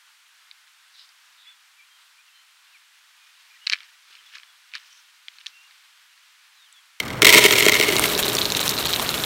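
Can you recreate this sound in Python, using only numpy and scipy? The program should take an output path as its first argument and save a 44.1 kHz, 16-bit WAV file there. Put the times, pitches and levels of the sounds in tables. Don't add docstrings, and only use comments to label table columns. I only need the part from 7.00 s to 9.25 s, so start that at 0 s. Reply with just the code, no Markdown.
import sys
import numpy as np
from scipy import signal
from scipy.fft import rfft, irfft, next_fast_len
from scipy.io import wavfile
from scipy.ndimage import map_coordinates

SR = 44100
rng = np.random.default_rng(int(sys.argv[2]) if len(sys.argv) > 2 else 0)


def output_pcm(signal):
    pcm = np.clip(np.atleast_2d(signal).T, -1, 1) * 32767
    wavfile.write(sys.argv[1], SR, np.round(pcm).astype(np.int16))


def volts(x):
    e = np.asarray(x, float) / 20
    return 10 ** e


N = 99225


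def unit(x):
    return x / np.sqrt(np.mean(x ** 2) + 1e-20)


def filtered(x, response):
    m = next_fast_len(N + SR // 2)
    return irfft(rfft(x, m) * response(np.fft.rfftfreq(m, 1 / SR)), m)[:N]


def coloured(points):
    hz_points, db = np.transpose(points)
    return lambda hz: volts(np.interp(np.log(hz + 1), np.log(hz_points + 1), db))


def resonant(peaks):
    def response(f):
        total = 0
        for k, (centre, width, db) in enumerate(peaks):
            band = 1j * f * width
            total = total + (-1) ** k * volts(db) * band / (centre ** 2 - f ** 2 + band)
        return total
    return response


def impacts(rate, scatter_db):
    chance, side, size = rng.random((3, N))
    return unit((chance < rate / SR) * np.sign(side - 0.5) * volts(-scatter_db * np.log(size + 0.016)))


def pings(start_s, level_db, pitch_hz, t60):
    t = np.arange(600) / SR
    decay = volts(level_db[:, None] - 60 * t / t60)
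    soft_start = 1 - np.exp(-t / 0.000067)
    tones = decay * np.sin(2 * np.pi * pitch_hz[:, None] * t) * soft_start
    at = np.round(start_s * SR).astype(int)[:, None] + np.arange(600)
    return np.bincount(at.ravel(), tones.ravel(), N + SR)[:N]


def lumps(rate, depth_db):
    return volts(depth_db * map_coordinates(rng.standard_normal(400), [np.arange(N) * rate / SR]))


# pitch_hz, level_db
ROOM_NOISE = [(15, -57), (25, -15.5), (130, -11.5), (217, -12), (285, -12.5), (887, -18), (1160, -15.5),
              (2050, -24), (16000, -108)]


def murmur():
    t = np.arange(N) / SR
    rise = 1 - 0.86 * np.exp(-t / 0.04)
    noise = unit(filtered(rng.standard_normal(N), coloured(ROOM_NOISE)))
    hum = unit(filtered(rng.standard_normal(N), resonant([(126.3, 5.8, 0)])))
    hum_db = -37 - 5 * t
    return rise * (volts(-32) * noise + volts(hum_db) * hum)


def room(x):
    t, t60 = np.arange(SR // 3) / SR, 0.024
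    tail = rng.standard_normal(len(t)) * volts(-60 * t / t60) * (t > 0.004)
    return signal.fftconvolve(x, tail / np.linalg.norm(tail))[:N]


# start_s, flow_db, bare_bottom_db
POURING = [(.215, -58.5, 11), (.225, -41, 4.5), (.35, -30, 6.5), (.415, -34, 7.5), (.5, -30.5, 3),
           (.56, -34.5, 3.5), (.62, -35, 2.5), (.83, -35.5, 5), (1.05, -28.5, -11), (1.3, -32, -17.5),
           (1.7, -31.5, -31), (2.25, -32, -38)]


def stream():
    start_s, *columns = np.transpose(POURING)
    return [np.interp(np.arange(N) / SR, start_s, column) for column in columns]


# start_s, peak_db, pitch_hz
RIM_KNOCKS = [
    (.9657, -6, 4000),
    (.9953, -7, 1330),
    (1.9975, -15, 980),
]
# start_s, peak_db, pitch_hz
HEAP_CLICKS = [(1.1517, -11.5, 3900), (1.1778, -15, 3800), (1.2281, -10, 3800), (1.2341, -12, 3700),
               (1.2463, -12, 3970), (1.2675, -12, 3850), (1.2816, -11, 4200), (1.2993, -14, 3740.0),
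               (1.3515, -7, 5680), (1.3687, -10.5, 4420), (1.3838, -10, 3600), (1.3873, -9, 3560),
               (1.4127, -12, 3380), (1.4167, -8.5, 4100), (1.4226, -14, 3980), (1.4552, -7, 4200),
               (1.5027, -13, 4240), (1.5212, -9, 3720), (1.5498, -7.5, 3850), (1.5678, -14.5, 3760),
               (1.5707, -16, 3500), (1.5937, -10.5, 3700.0), (1.6038, -18, 3900), (1.6145, -12.5, 3950),
               (1.6296, -11, 3800)]
FINAL_CLICKS = [(1.6604, -21, 2540), (1.6727, -16, 3630), (1.6788, -9, 3870), (1.6926, -11, 4560),
                (1.7219, -15, 3700.0), (1.768, -17, 4060), (1.7784, -15, 4000), (1.7864, -10, 4130),
                (1.8269, -16, 3760), (1.8549, -9, 3740), (1.8711, -11.5, 4330), (1.9289, -19, 3300),
                (1.9352, -7, 3840), (1.9399, -9, 4060), (1.9614, -11.5, 3730), (1.9968, -12.5, 3500),
                (2.0025, -22, 2770), (2.063, -19, 3360), (2.0913, -10, 4100), (2.1419, -14.5, 3360),
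                (2.1459, -16, 4060), (2.179, -17.5, 3700), (2.2382, -11, 3870), (2.2422, -17, 3800.0)]
LIGHT_CLICKS = [1.0564, 1.065, 1.081, 1.0937, 1.0996, 1.135, 1.32, 1.4294, 1.4465, 1.5637, 1.6103, 1.7058,
                1.7395, 1.8065, 1.8136, 1.841, 1.8494, 1.8834, 1.893, 1.9052, 1.9163, 2.117, 2.2017]
# pitch_hz, level_db
PATTER_COLOUR = [(290, -54), (500, -0.5), (2430, -1.5), (3810, -3), (4800, -6), (5630, -6.5), (15100, -5),
                 (16000, -22)]


def heap():
    click_db, side_tone_db, click_t60, tick_hz = 2.5, -8, 0.0069, 3800
    light = [(s, -17.5, tick_hz) for s in LIGHT_CLICKS]
    start_s, peak_db, pitch_hz = np.transpose(
        list(RIM_KNOCKS) + list(HEAP_CLICKS) + list(FINAL_CLICKS) + light)
    peak_db = peak_db + click_db
    detune = np.exp(rng.normal(0, 0.16, (len(start_s), 2)))
    clicks = pings(start_s, peak_db, pitch_hz, click_t60)
    clicks += pings(start_s, peak_db + side_tone_db, 0.83 * pitch_hz * detune[:, 0], click_t60)
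    clicks += pings(start_s, peak_db + side_tone_db, 1.37 * pitch_hz * detune[:, 1], click_t60 / 2)

    flow_db, _ = stream()
    place, size = rng.random((900, 2)).T
    tick_pitch = np.clip(tick_hz * np.exp(0.21 * rng.standard_normal(900)), 500, 15000)
    ticks = unit(pings(place * N / SR, -3 * np.log(size + 0.04), tick_pitch, 0.003))
    sliding = filtered(impacts(9000, scatter_db=5.0), coloured(PATTER_COLOUR))
    patter = unit(lumps(80, depth_db=3.5) * sliding)
    return clicks + volts(flow_db) * (volts(-2) * ticks + volts(3) * patter)


# start_s, peak_db, pitch_hz
PLASTIC_CRACKS = [(0.2201, -15, 9000), (0.2229, -14, 8200), (0.2274, -14, 6900), (0.2542, -14, 7140),
                  (0.2676, -14, 6800), (0.2707, -13, 6400), (0.2837, -9, 8900), (0.2972, -7, 8900),
                  (0.3021, -6, 7400), (0.305, -11, 8400), (0.3257, -7, 10700), (0.3299, -2, 12300),
                  (0.342, -5, 8600), (0.3467, -1, 8400), (0.381, -5, 7750), (0.395, -8, 7200),
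                  (0.4414, -7, 9000), (0.4647, -9, 13200), (0.5178, -9, 13300), (0.5252, -5, 7000),
                  (0.5637, -16, 7300), (0.5823, -9, 7150), (0.5889, -11, 9000), (0.593, -4, 12800),
                  (0.6009, -7, 7800), (0.606, -10, 7300), (0.6252, -15, 7000), (0.6327, -13, 7500),
                  (0.6552, -6, 7400), (0.6643, -9, 6200), (0.6851, -4, 7400), (0.6876, -13, 9800),
                  (0.695, -2, 6150), (0.7191, -12, 8500), (0.7449, -10, 6200), (0.7987, -13, 6000),
                  (0.8893, -11, 6300), (0.9565, -19, 8500), (0.966, -7, 5960), (0.9839, -10, 8900),
                  (0.9954, 1, 8950), (1.039, -8.5, 9500)]
HEAP_CRACKS = [(1.1779, -9, 6000), (1.2281, -13, 6700), (1.2342, -12, 6100), (1.2816, -12, 8500),
               (1.2854, -16, 6300), (1.3516, -7, 5650), (1.3877, -13, 6700), (1.4226, -21, 5900),
               (1.4464, -22, 6700), (1.5026, -17, 8050), (1.5215, -12, 6300), (1.5678, -8, 6400),
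               (1.5708, -8, 5900), (1.6039, -18, 6700), (1.6145, -16, 8000), (1.6604, -14, 5900),
               (1.6728, -17, 6000), (1.679, -5, 5800), (1.6929, -9, 6060), (1.6962, -7, 6300),
               (1.9291, -14, 8000), (1.9614, -12, 6700), (1.9968, -15, 8700), (2.0033, -16, 8260),
               (2.0916, -12, 6500), (2.1422, -17, 6100)]


def corners():
    start_s, peak_db, pitch_hz = np.transpose(list(PLASTIC_CRACKS) + list(HEAP_CRACKS))
    tone = pings(start_s, peak_db + 5.5, pitch_hz, 0.0017)
    burst = np.abs(pings(start_s, peak_db - 0.5, pitch_hz / 8, 0.0043)) * rng.standard_normal(N)
    return tone + filtered(burst, lambda f: 1j * f / (1j * f + 4000))


# start_s, level_db, length_s
STRAY_PIECES = [
    (.0004, -9.5, 0.0041),
    (.0593, -24, 0.0025),
    (.0684, -24, 0.00092),
    (.0816, -28, 0.0012),
    (.0858, -38, 0.00092),
    (.1032, -21, 0.0016),
]
# start_s, level_db, length_s
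FIRST_HANDFULS = [(0.2198, 4.5, 0.0021), (0.2274, -3, 0.0043), (0.2463, 3, 0.0038), (0.2524, 1, 0.0048),
                  (0.2674, 1.5, 0.0095), (0.2733, -7.5, 0.0021), (0.2824, 0, 0.0024), (0.2907, 0.5, 0.0075),
                  (0.3016, -1.5, 0.0034), (0.3249, -1.5, 0.0059), (0.3329, -4, 0.009), (0.3388, -6, 0.0063),
                  (0.3468, 1, 0.0025), (0.356, 2, 0.0012), (0.3633, -9, 0.011), (0.3731, -15, 0.014),
                  (0.382, -4, 0.0063), (0.3915, -3, 0.0026), (0.405, -10, 0.003), (0.4283, -9, 0.0082),
                  (0.4386, -2, 0.0089), (0.4504, -2.5, 0.009), (0.462, -6, 0.0057), (0.4724, -15, 0.0036),
                  (0.4838, -21, 0.0028)]
LATER_HANDFULS = [(0.5013, -15, 0.002), (0.5067, -8.5, 0.0049), (0.5233, -7, 0.01), (0.5355, -11.5, 0.0049),
                  (0.5634, -7, 0.0028), (0.5819, -6, 0.007), (0.5974, -9, 0.0036), (0.6056, -6.5, 0.003),
                  (0.6246, -3, 0.002), (0.6322, -6, 0.0017), (0.6462, -11, 0.0023), (0.6542, -3.5, 0.0013),
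                  (0.663, -3, 0.0035), (0.683, -2.5, 0.0057), (0.6945, -3, 0.0022), (0.7186, -8.5, 0.0056),
                  (0.7338, -5, 0.0019), (0.7408, -3.5, 0.002), (0.7516, -8, 0.0051), (0.767, -14, 0.0032),
                  (0.7983, -0.5, 0.002), (0.8107, -3, 0.0027), (0.8259, -7, 0.0027), (0.8325, -12.5, 0.01),
                  (0.8889, -9.5, 0.0018), (0.9236, -5.5, 0.002), (0.9559, -8.5, 0.0015),
                  (0.9833, -13.5, 0.0054), (1.02, -13, 0.0067), (1.0386, -5.5, 0.0038)]
# start_s, level_db
AIR_PUSHES = [(0.2294, -4), (0.2633, -8), (0.301, -12), (0.334, -25), (0.355, -1), (0.3868, -14),
              (0.4495, -1.5), (0.5272, -10), (0.6638, -1.5), (0.6873, -7.5), (0.7228, -8.5), (0.7989, -5),
              (0.925, -10), (0.9567, -11.5), (1.07, -15), (1.16, -16), (1.239, -17), (1.28, -13),
              (1.345, -18), (1.556, -20)]
# pitch_hz, width_hz, level_db
AIR_MODES = [(184, 51, -18.5), (321, 74, -10.5), (416, 33.2, -2.5), (626.6, 47.5, -12)]
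# pitch_hz, width_hz, level_db
WALL_MODES = [(967, 63, -7.5), (1393, 118, -8.5), (1940, 320, -9.5), (2155, 150, 4.5), (2875, 347, -6),
              (3222, 173, -2.5), (3700, 360, -8.5), (4270, 390, -6.5), (5480, 1270, -16),
              (8600, 1230, -13.5)]
# pitch_hz, level_db
CRACK_COLOUR = [(710, -47), (1200, -25), (1560, -12), (2150, -1), (2480, -21), (8440, -15), (16000, -17)]


def tub():
    t = np.arange(SR // 30) / SR
    blows, pushes = np.zeros(N + SR), np.zeros(N)
    grit = np.pad(impacts(5000, scatter_db=2.5), (0, SR))
    attack = 1 - np.exp(-t / 0.00045)
    for start_s, level_db, length_s in list(STRAY_PIECES) + list(FIRST_HANDFULS) + list(LATER_HANDFULS):
        at = round(start_s * SR)
        shape = attack * np.exp(-(t / np.clip(0.86 * length_s, 0.0003, 0.012)) ** 2)
        blows[at:at + len(t)] += volts(level_db) * shape * grit[at:at + len(t)]
        blows[at] += volts(level_db) * 3.7 * rng.choice([-1, 1])
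    blows = blows[:N]
    for start_s, level_db in AIR_PUSHES:
        pushes[round(start_s * SR)] = volts(level_db + 41.5)

    flow_db, bare_db = stream()
    rattle = volts(flow_db + 11.5) * lumps(110, depth_db=3.5) * impacts(3000, scatter_db=4.5)
    pushes += volts(8.5) * (1.3 * blows + volts(11.5 + 0.38 * bare_db) * rattle)
    blows = blows + volts(bare_db) * rattle

    walls = volts(10.5) * filtered(blows, resonant(WALL_MODES))
    air = filtered(pushes, resonant(AIR_MODES))
    crack = volts(4) * filtered(blows, coloured(CRACK_COLOUR))
    return walls + air + crack


def scene():
    food = tub() + heap() + corners()
    return (food + volts(-18) * room(food) + murmur())[None]


def low_pass(x):
    return signal.sosfilt(signal.butter(12, 16530, fs=SR, output="sos"), x)


# pitch_hz, width_hz, depth (0-1)
MIC_NOTCHES = [(4950, 190, 0.36), (10500, 520, 0.34)]


def record(dry):
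    def microphone(f):
        response = (f < 15900) * (1j * f / (1j * f + 30)) ** 2
        for centre, width, depth in MIC_NOTCHES:
            response = response * (1 - depth * np.exp(-((f - centre) / width) ** 2))
        return response

    x = filtered(dry[0], microphone)
    x = x / (1 + np.abs(x / 0.83) ** 20) ** (1 / 20)
    return low_pass(x[None])


dry = scene()
out = record(dry)
output_pcm(out)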